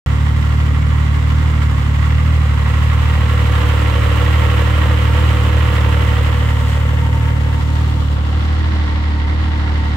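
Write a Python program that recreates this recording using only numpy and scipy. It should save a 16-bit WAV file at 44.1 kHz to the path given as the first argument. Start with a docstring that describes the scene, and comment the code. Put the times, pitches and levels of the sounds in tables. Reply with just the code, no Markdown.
"""After a very short silence a three-cylinder four-stroke snowmobile engine idles in an open yard: an exhaust
drone on multiples of the firing rate under clatter, as the listener walks up, leans over the hood and steps
to the side. Phase-locked sines make the drone and coloured noise the rumble; contact impulses and hiss ring
through the hood panels, intake strokes excite airbox modes, a panel and an electric pump sing, one tick snaps."""
import sys
import numpy as np
from scipy import signal
from scipy.fft import rfft, irfft
from scipy.io import wavfile
from scipy.ndimage import uniform_filter1d, map_coordinates

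SR = 44100
rng = np.random.default_rng(int(sys.argv[2]) if len(sys.argv) > 2 else 0)


def bounce(signal):
    """Save signal as a 16-bit WAV file at the path given by the first command-line argument."""
    frames = np.transpose(np.atleast_2d(signal))
    limited = np.clip(frames, -1, 1)
    pcm = np.round(limited * 32767).astype(np.int16)
    wavfile.write(sys.argv[1], SR, pcm)


N = 439236

# Throughout, values at "four places" are in front, at the corner, at the side, over the hood.
# unequal firing strength of the three cylinders: level/dB
CYLINDER_LEVELS = (-4., 0., 1.5)


def from_db(db):
    """Amplitude ratio from a level: 20 dB is a factor of ten."""
    return np.exp(np.asarray(db) * (np.log(10) / 20))


def rms_one(x):
    """Normalize the mean square, the signal power, to 1."""
    return x / np.sqrt(np.mean(x ** 2) + 1e-20)


def in_time(rows):
    """Linear interpolation of each column of a time table at every sample."""
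    s, *columns = np.transpose(rows)
    return [np.interp(np.arange(N) / SR, s, c) for c in columns]


def at_hz(points, hz):
    """Spectrum table interpolated on a logarithmic frequency axis."""
    table_hz, values = np.transpose(points)
    return np.interp(np.log(hz), np.log(table_hz), values)


def drift(rate_hz):
    """Slow random fluctuation of rms 1: white noise through two equal low-pass poles."""
    step = 40      # the slow curve is drawn at every 40th sample
    r = np.exp(-2 * np.pi * rate_hz * step / SR)
    noise = rng.standard_normal(N // step + 2002)
    slow = signal.lfilter([1], [1, -2 * r, r * r], noise)[2000:]
    return np.interp(np.arange(N) / step, np.arange(len(slow)), rms_one(slow))


def dip(s, width_s, db):
    """A brief Gaussian change of level in dB."""
    return db * np.exp(-((np.arange(N) / SR - s) / width_s) ** 2)


def resonance(x, hz, width_hz):
    """One damped mode: a two-pole resonance of about unit gain at its peak."""
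    r = np.exp(-np.pi * width_hz / SR)
    poles = [1, -2 * r * np.cos(2 * np.pi * hz / SR), r * r]
    return signal.lfilter([(1 - r * r) / 2, 0, (r * r - 1) / 2], poles, x)


def coloured(pair, spectrum):
    """Partial coherence: mix mid and side into a coloured left-right spectrum; returns (Hz, spectrum)."""
    # left-right correlation: f/Hz, likeness
    likeness = [(60, 1), (250, 0.16), (600, 0.28), (1400, 0.2), (3000, 0.1), (7000, 0.067), (15000, .1)]
    mid, side = rfft(pair)
    hz = np.maximum(np.arange(len(mid)) * SR / N, 5.)
    alike = np.clip(at_hz(likeness, hz), -1, 1)
    ports = np.sqrt(1 + alike) * mid + np.sqrt(1 - alike) * side * [[1], [-1]]
    return hz, from_db(at_hz(spectrum, hz)) * ports


def places():
    """Weights of the four places at each moment: interpolation between fixed listening positions."""
    # the walk: t/s, lean (0 standing off, 1 over the hood), turn (0 in front, .5 at the corner, 1 at the side)
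    walk = [(0, 0.02, 0), (1.6, 0.029, 0), (2.4, 0.24, 0), (2.9, 0.47, 0.012), (3.6, .87, 0.13),
            (4.1, 1, 0.11), (5.6, 0.92, 0), (6.1, 0.89, 0.56), (6.7, 0.34, 0.43), (6.86, 0.27, 0.52),
            (7.2, 0.12, .5), (7.7, 0, 0.63), (8.1, 0.11, 0.71), (8.3, 0.18, 0.82), (8.8, 0.05, 0.97),
            (10, 0, 0.89)]
    lean, turn = np.clip(in_time(walk), 0, 1)
    standing = [(1 - lean) * np.interp(turn, (0, .5, 1), tent) for tent in np.eye(3)]
    return np.array([*standing, lean])


def placed(row, shares):
    """Level in dB and left-right gains at each moment: level difference gives direction."""
    db, pan_db = np.reshape(row, (2, 4)) @ shares
    return db, from_db([pan_db / 2, -pan_db / 2])


def lag_left(pair, lag_s):
    """Interaural-style time difference: read the left channel a changing time later."""
    moments = np.arange(N) - lag_s * SR
    left = map_coordinates(pair[0], [moments], order=3, mode="nearest")
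    return np.array([left, pair[1]])


def strikes(turns, share, db, spread_db):
    """Periodic impulses of uneven strength, one each time the count passes this share of a turn."""
    passed = np.diff(np.floor(turns - share), prepend=np.floor(turns[0] - share)) > 0
    out = np.zeros(N)
    out[passed] = from_db(db + spread_db * rng.standard_normal(passed.sum()))
    return out


def combustions(firings, lead, spread_db):
    """Firing order: one impulse a firing, the cylinders in turn, three to a four-stroke cycle."""
    cycles = firings / 3 + lead
    return sum(strikes(cycles, k / 3, db, spread_db) for k, db in enumerate(CYLINDER_LEVELS))


def ticks(decay_s):
    """Impulsive radiation: exponentially decaying noise snaps, high-passed to be bright."""
    # lone bright tick: t/s, level/dB of the noise at onset before the high-pass, left minus right/dB
    snaps = [(7.1964, -35, 4)]
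    length = 400
    out = np.zeros((2, N))
    tail = np.exp(-np.arange(length) / (decay_s * SR))
    for s, db, pan_db in snaps:
        noise = rng.standard_normal((2, length))
        i = round(s * SR)
        out[:, i:i + length] += from_db(db) * noise * tail * from_db([[pan_db / 2], [-pan_db / 2]])
    return signal.sosfilt(signal.butter(2, 4000, "high", fs=SR, output="sos"), out)


def pump(shares):
    """Doppler effect on an unsteady electric whine: sharp as the listener closes in, flat on moving off."""
    whine_hz, approach_m, sound_m_per_s = 3922, 2.0, 343
    levels_db = (-58, -66, -61, -51)      # at the four places
    closing_m_per_s = approach_m * uniform_filter1d(np.gradient(shares[-1]) * SR, size=SR)
    hz = whine_hz * (1 + closing_m_per_s / sound_m_per_s) + 1.5 * drift(8.)
    db = levels_db @ shares + 1.5 * drift(6.)
    tone = np.sqrt(2) * from_db(db) * np.sin(2 * np.pi * np.cumsum(hz) / SR)
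    return tone * from_db([[-2.5], [1.5]])


def airbox(firings, shares):
    """Forced cavity modes: every intake stroke thumps the airbox, whose two modes beat."""
    # modes: f/Hz, relative level/dB (scaled by the decay), t60/s
    modes = [(496.2, 6, 0.077), (549, -2.5, 0.09)]
    # level/dB at the four places, then left minus right/dB at the same places
    row = (-44, -37, -48, -29.5, 13, 10, 14.5, -6.5)
    thumps = rms_one(combustions(firings, lead=.012, spread_db=1.5)) + .85 * rng.standard_normal((2, N))
    ringing = 0
    for hz, db, t60_s in modes:
        width_hz = np.log(1000) / (np.pi * t60_s)
        ringing = ringing + from_db(db) * t60_s * resonance(thumps, hz, width_hz)
    db, ports = placed(row, shares)
    return from_db(db) * ports * rms_one(ringing)


def side_panel(shares):
    """Narrow-band response of a plate: random shaking makes a side panel sing on one mode."""
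    # level/dB at the four places, then left minus right/dB at the same places
    row = (-44, -36, -40.5, -38, -4, 4, 8, -10.5)
    # brief dip past the corner: t/s, width/s, level/dB
    fade = (8.35, .3, -7)
    mode_hz, width_hz = 910, 34
    shake = rng.standard_normal((2, N)) + 1.06 * rng.standard_normal(N)      # second term common to both sides
    singing = resonance(resonance(shake, mode_hz, width_hz), mode_hz, 2 * width_hz)
    db, ports = placed(row, shares)
    return from_db(db + dip(*fade)) * ports * rms_one(singing)


def mechanical_noise(firings, burst_db, burst_s, click_db, grit_per_s, grit_db, surge_db):
    """Impact excitation: contacts knock and rasp over steady air hiss, with loose grit ticks between."""
    # valve and piston contacts: share of the four-stroke cycle, relative level/dB
    contacts = [(.965, -2), (.0, -0.5), (.05, -1.5), (.135, 5), (.18, 3.5), (.28, -6), (.33, -0.5),
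                (.365, 3), (.43, 0), (.5, -5), (.545, 0), (.655, 2), (.71, 0), (.745, -2), (.82, -3)]
    hits = 0
    for share, db in contacts:
        cycles = firings / 3 + .001 * drift(30.)      # slight timing jitter
        hits = hits + strikes(cycles, share, db, spread_db=0.5)
    grit_levels_db = grit_db + 1.9 * np.minimum(rng.exponential(1, N), 4)
    grit = (rng.random(N) < grit_per_s / SR) * from_db(grit_levels_db)
    tail = [1, -np.exp(-1 / (burst_s * SR))]      # exponential decay as a one-pole filter
    rasp = from_db(burst_db) * signal.lfilter([1], tail, hits) * rng.standard_normal((2, N))
    shape = rng.standard_normal((2, 300)) * np.exp(-np.arange(300) / (.0016 * SR))
    # the same ragged knock every cycle
    knock = from_db(click_db) * signal.fftconvolve([hits], shape, axes=1)[:, :N]
    struck_band = signal.butter(2, [500, 4200], "band", fs=SR, output="sos")
    struck = signal.sosfilt(struck_band, rasp + knock)
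    hiss_gain = 1 + signal.lfilter([1], tail, grit) + from_db(20.5) * grit
    pair = struck + rng.standard_normal((2, N)) * hiss_gain
    # load changes move all bands together
    return pair * from_db(surge_db * (drift(3.) / 2 + drift(14.)))


def clatter(noise, shares):
    """Modal filtering and directivity: hood modes colour the mechanical noise, each band varying by place."""
    # hood and engine case modes: f/Hz, width/Hz, nominal peak gain/dB
    hood_modes = [(773, 19.4, 8), (1020, 68, 4.5), (1108, 34.5, 6.5), (1200, 43, 5.5), (1359, 86, 8.5),
                  (1562, 33, 4.5), (1698, 52, 5.5), (1903, 46, 9), (2060, 49, 8.5), (2246, 5.3, 8.5),
                  (2820, 44, 6.5), (2840, 69, -4.5), (10130, 130, 4)]
    # broad colour of the mechanical noise: f/Hz, relative level/dB per Hz
    case_colour = [(190, -30.5), (330, 3.5), (430, -2), (690, -4.5), (1070, -1), (1510, -5), (2020, -5),
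                   (2400, -6.5), (3000, -4.5), (4600, -14.5), (6200, -18.5), (7100, -15.5), (8300, -18.5),
                   (9800, -27), (15700, -24.5)]
    # bands: f/Hz, level/dB at the four places, left minus right/dB at the same places;
    # levels shape each band's change in time and the total power, while the colour sets the balance
    bands = [(390, -44, -44.5, -40.5, -40, -7.5, -3, -9, 9.5), (710, -42, -43, -38, -38, -6, -4.5, 4, -2.5),
             (1270, -32.5, -35, -34.5, -27, -4.5, -0.5, 0.5, -3),
             (2000, -32, -32.5, -32, -27, -6.5, 2.5, -8, -5),
             (2940, -42, -42.5, -44.5, -34.5, -2.5, -2, 5, -7),
             (4300, -48.5, -48.5, -44.5, -45, -7, -4.5, -7.5, -7.5),
             (7100, -53.5, -52.5, -62, -50.5, -3.5, -1.5, 6, -3),
             (11800, -64.5, -61.5, -76, -58, -4, 1, -5.5, -5)]
    # steps of the treble while the listener turns round the corner: t/s, level/dB
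    treble_steps = [(6.6, 0), (6.72, 2), (6.84, -2), (7.52, -1), (7.62, 1.5), (8.1, 0.5), (8.2, -2),
                    (8.4, 0.5), (8.8, 2), (9.1, 0.5)]
    treble_from_hz, dip_hz = 3500, 1950
    pair = noise
    for hz, width_hz, db in hood_modes:
        pair = pair + (from_db(db) - 1) * resonance(pair, hz, width_hz)
    hz, spectrum = coloured(pair, case_colour)
    treble_db, = in_time(treble_steps)
    # the band near 2 kHz dips briefly past the corner
    dip_db = dip(s=8.16, width_s=0.27, db=-7)
    centres = np.array(bands)[:, 0]
    out, power = 0, 0
    for (centre, *row), tent in zip(bands, np.eye(len(bands))):      # overlapping bands that sum to one
        band = irfft(spectrum * np.interp(np.log(hz), np.log(centres), tent), N)
        db, ports = placed(row, shares)
        db = db + treble_db * (centre > treble_from_hz)
        db = db + dip_db * (abs(np.log2(centre / dip_hz)) < 1 / 4)      # within a quarter octave
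        out = out + from_db(db - db.mean()) * ports * band
        power = power + from_db(db) ** 2
    return np.sqrt(np.mean(power)) * rms_one(out)


def rumble(firings, shares, pulse_db):
    """Subharmonics and turbulence: unequal cylinder pulses and flow noise fill the gaps between orders."""
    # exhaust turbulence: f/Hz, relative level/dB per Hz
    turbulence = [(12, -36), (25, -18), (50, -12.5), (90, -0.5), (135, -11.5), (175, -19), (235, -5.5),
                  (290, -28), (400, -21.5), (900, -89)]
    # level/dB at the four places
    levels_db = (-29, -31, -29.5, -28)
    even = strikes(firings, 0, 0, 0) * from_db(CYLINDER_LEVELS).mean()
    # the difference leaves lines at a third of the firing rate
    uneven = combustions(firings, lead=0, spread_db=1.5) - even
    # the pulses go to mid alone
    pair = rng.standard_normal((2, N)) + from_db(pulse_db) * rms_one(uneven) * [[1], [0]]
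    _, spectrum = coloured(pair, turbulence)
    return from_db(levels_db @ shares) * rms_one(irfft(spectrum, N))


def drone(firings, per_s, shares, waver_db, waver_rad):
    """Fourier series of the exhaust pulses: no two combustions are alike, so higher orders waver more."""
    # exhaust orders: multiple of the firing rate, level/dB at the four places
    orders = [(2, -14, -16, -15.5, -13.5), (3, -19, -18.5, -31.5, -18), (4, -23.5, -25, -40.5, -33.5),
              (5, -45, -55.5, -34, -32), (6, -37, -40.5, -39, -54), (7, -36, -33.5, -42.5, -43.5),
              (8, -39, -38, -33.5, -33)]
    # the pipe delays and spreads each pulse: phase/rad per order, per squared order above the second
    pulse_smear = (2.1, .4)
    # more pulse delay at the four places: phase/rad per order above the second
    smear_at = (0, .25, 1.7, .2)
    first_order_db, idle_mean_per_s = -34.5, 37.6
    rev_db_per_hz, pull_db_per_hz_s = 1, -0.01      # second order follows speed and acceleration
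    port_lead_rad = .55      # left ahead of right at the firing rate, less in higher orders
    opposed_order = 8        # arrives reversed over the hood, so it cancels on the way in and out
    pull_hz_per_s = uniform_filter1d(np.gradient(per_s) * SR, size=SR // 10)
    swell_db = rev_db_per_hz * (per_s - idle_mean_per_s) + pull_db_per_hz_s * pull_hz_per_s
    smear = pulse_smear[0] + smear_at @ shares
    out = np.zeros((2, N))
    for order, *db in [(1, *[first_order_db] * 4), *orders]:
        signs = [1, 1, 1, -1 if order == opposed_order else 1]
        gain = (from_db(db) * signs) @ shares
        if order == 2:
            gain = gain * from_db(swell_db)
        above = order - 2
        phase = 2 * np.pi * order * firings + smear * above + pulse_smear[1] * above ** 2
        phase = phase + waver_rad * above * drift(13.0)
        skew_rad = .3 * max(order - 5, 0)      # short waves reach the two ports by changing paths
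        lead_rad = port_lead_rad / order + skew_rad * drift(0.27)
        phase = phase + lead_rad * np.array([[.5], [-.5]])
        waver = from_db(waver_db * np.sqrt(abs(above)) * drift(35.0))
        out += np.sqrt(2) * gain * waver * np.cos(phase)
    return out * from_db([[-.55], [.55]])


def scene():
    """Superposition of pump, tick, panels, mechanics and exhaust at two ports, left and right."""
    # idle hunting: t/s, firing rate f/Hz
    idle = [(0.0, 36.1), (0.36, 37.58), (0.72, 37.46), (0.91, 37.91), (1.09, 37.08), (1.45, 38.83),
            (1.81, 35.9), (2.17, 38.57), (2.35, 39.33), (2.54, 36.3), (2.9, 37.97), (4.17, 36.82),
            (4.35, 38.48), (4.53, 37.51), (4.89, 38.16), (5.07, 37.41), (5.25, 38.72), (5.43, 37.33),
            (5.61, 38.43), (5.79, 37.32), (6.52, 37.41), (6.7, 36.85), (7.06, 38.14), (7.61, 37.11),
            (7.79, 38.51), (8.15, 36.62), (8.69, 39.15), (8.87, 37.05), (9.05, 37.52), (9.24, 37.0),
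            (9.42, 38.35), (9.96, 36.76)]
    # how much later the hood reaches the left port at the four places: t/s
    left_lag = (.00017, -.0002, -.0002, 0)
    per_s, = in_time(idle)
    firings = -.278 + np.cumsum(per_s) / SR      # running count of firings
    shares = places()
    background = pump(shares) + ticks(decay_s=.0012)
    intake_and_panel = airbox(firings, shares) + side_panel(shares)
    noise = mechanical_noise(firings, burst_db=-3.5, burst_s=0.0089, click_db=7.5, grit_per_s=120,
                             grit_db=-17.0, surge_db=.55)
    hood = lag_left(clatter(noise, shares), left_lag @ shares)
    exhaust = rumble(firings, shares, pulse_db=-6.0)
    exhaust = exhaust + drone(firings, per_s, shares, waver_db=1.1, waver_rad=.06)
    return background + intake_and_panel + hood + exhaust


def record(dry):
    """Band limitation: sound starts after a short silence and a steep low-pass cuts the top."""
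    start_s, cutoff_hz = .0615, 15740
    gate = np.arange(N) > start_s * SR
    low_pass = signal.ellip(13, .2, 70, cutoff_hz, fs=SR, output="sos")
    return signal.sosfilt(low_pass, dry * gate)


dry = scene()
out = record(dry)
bounce(out)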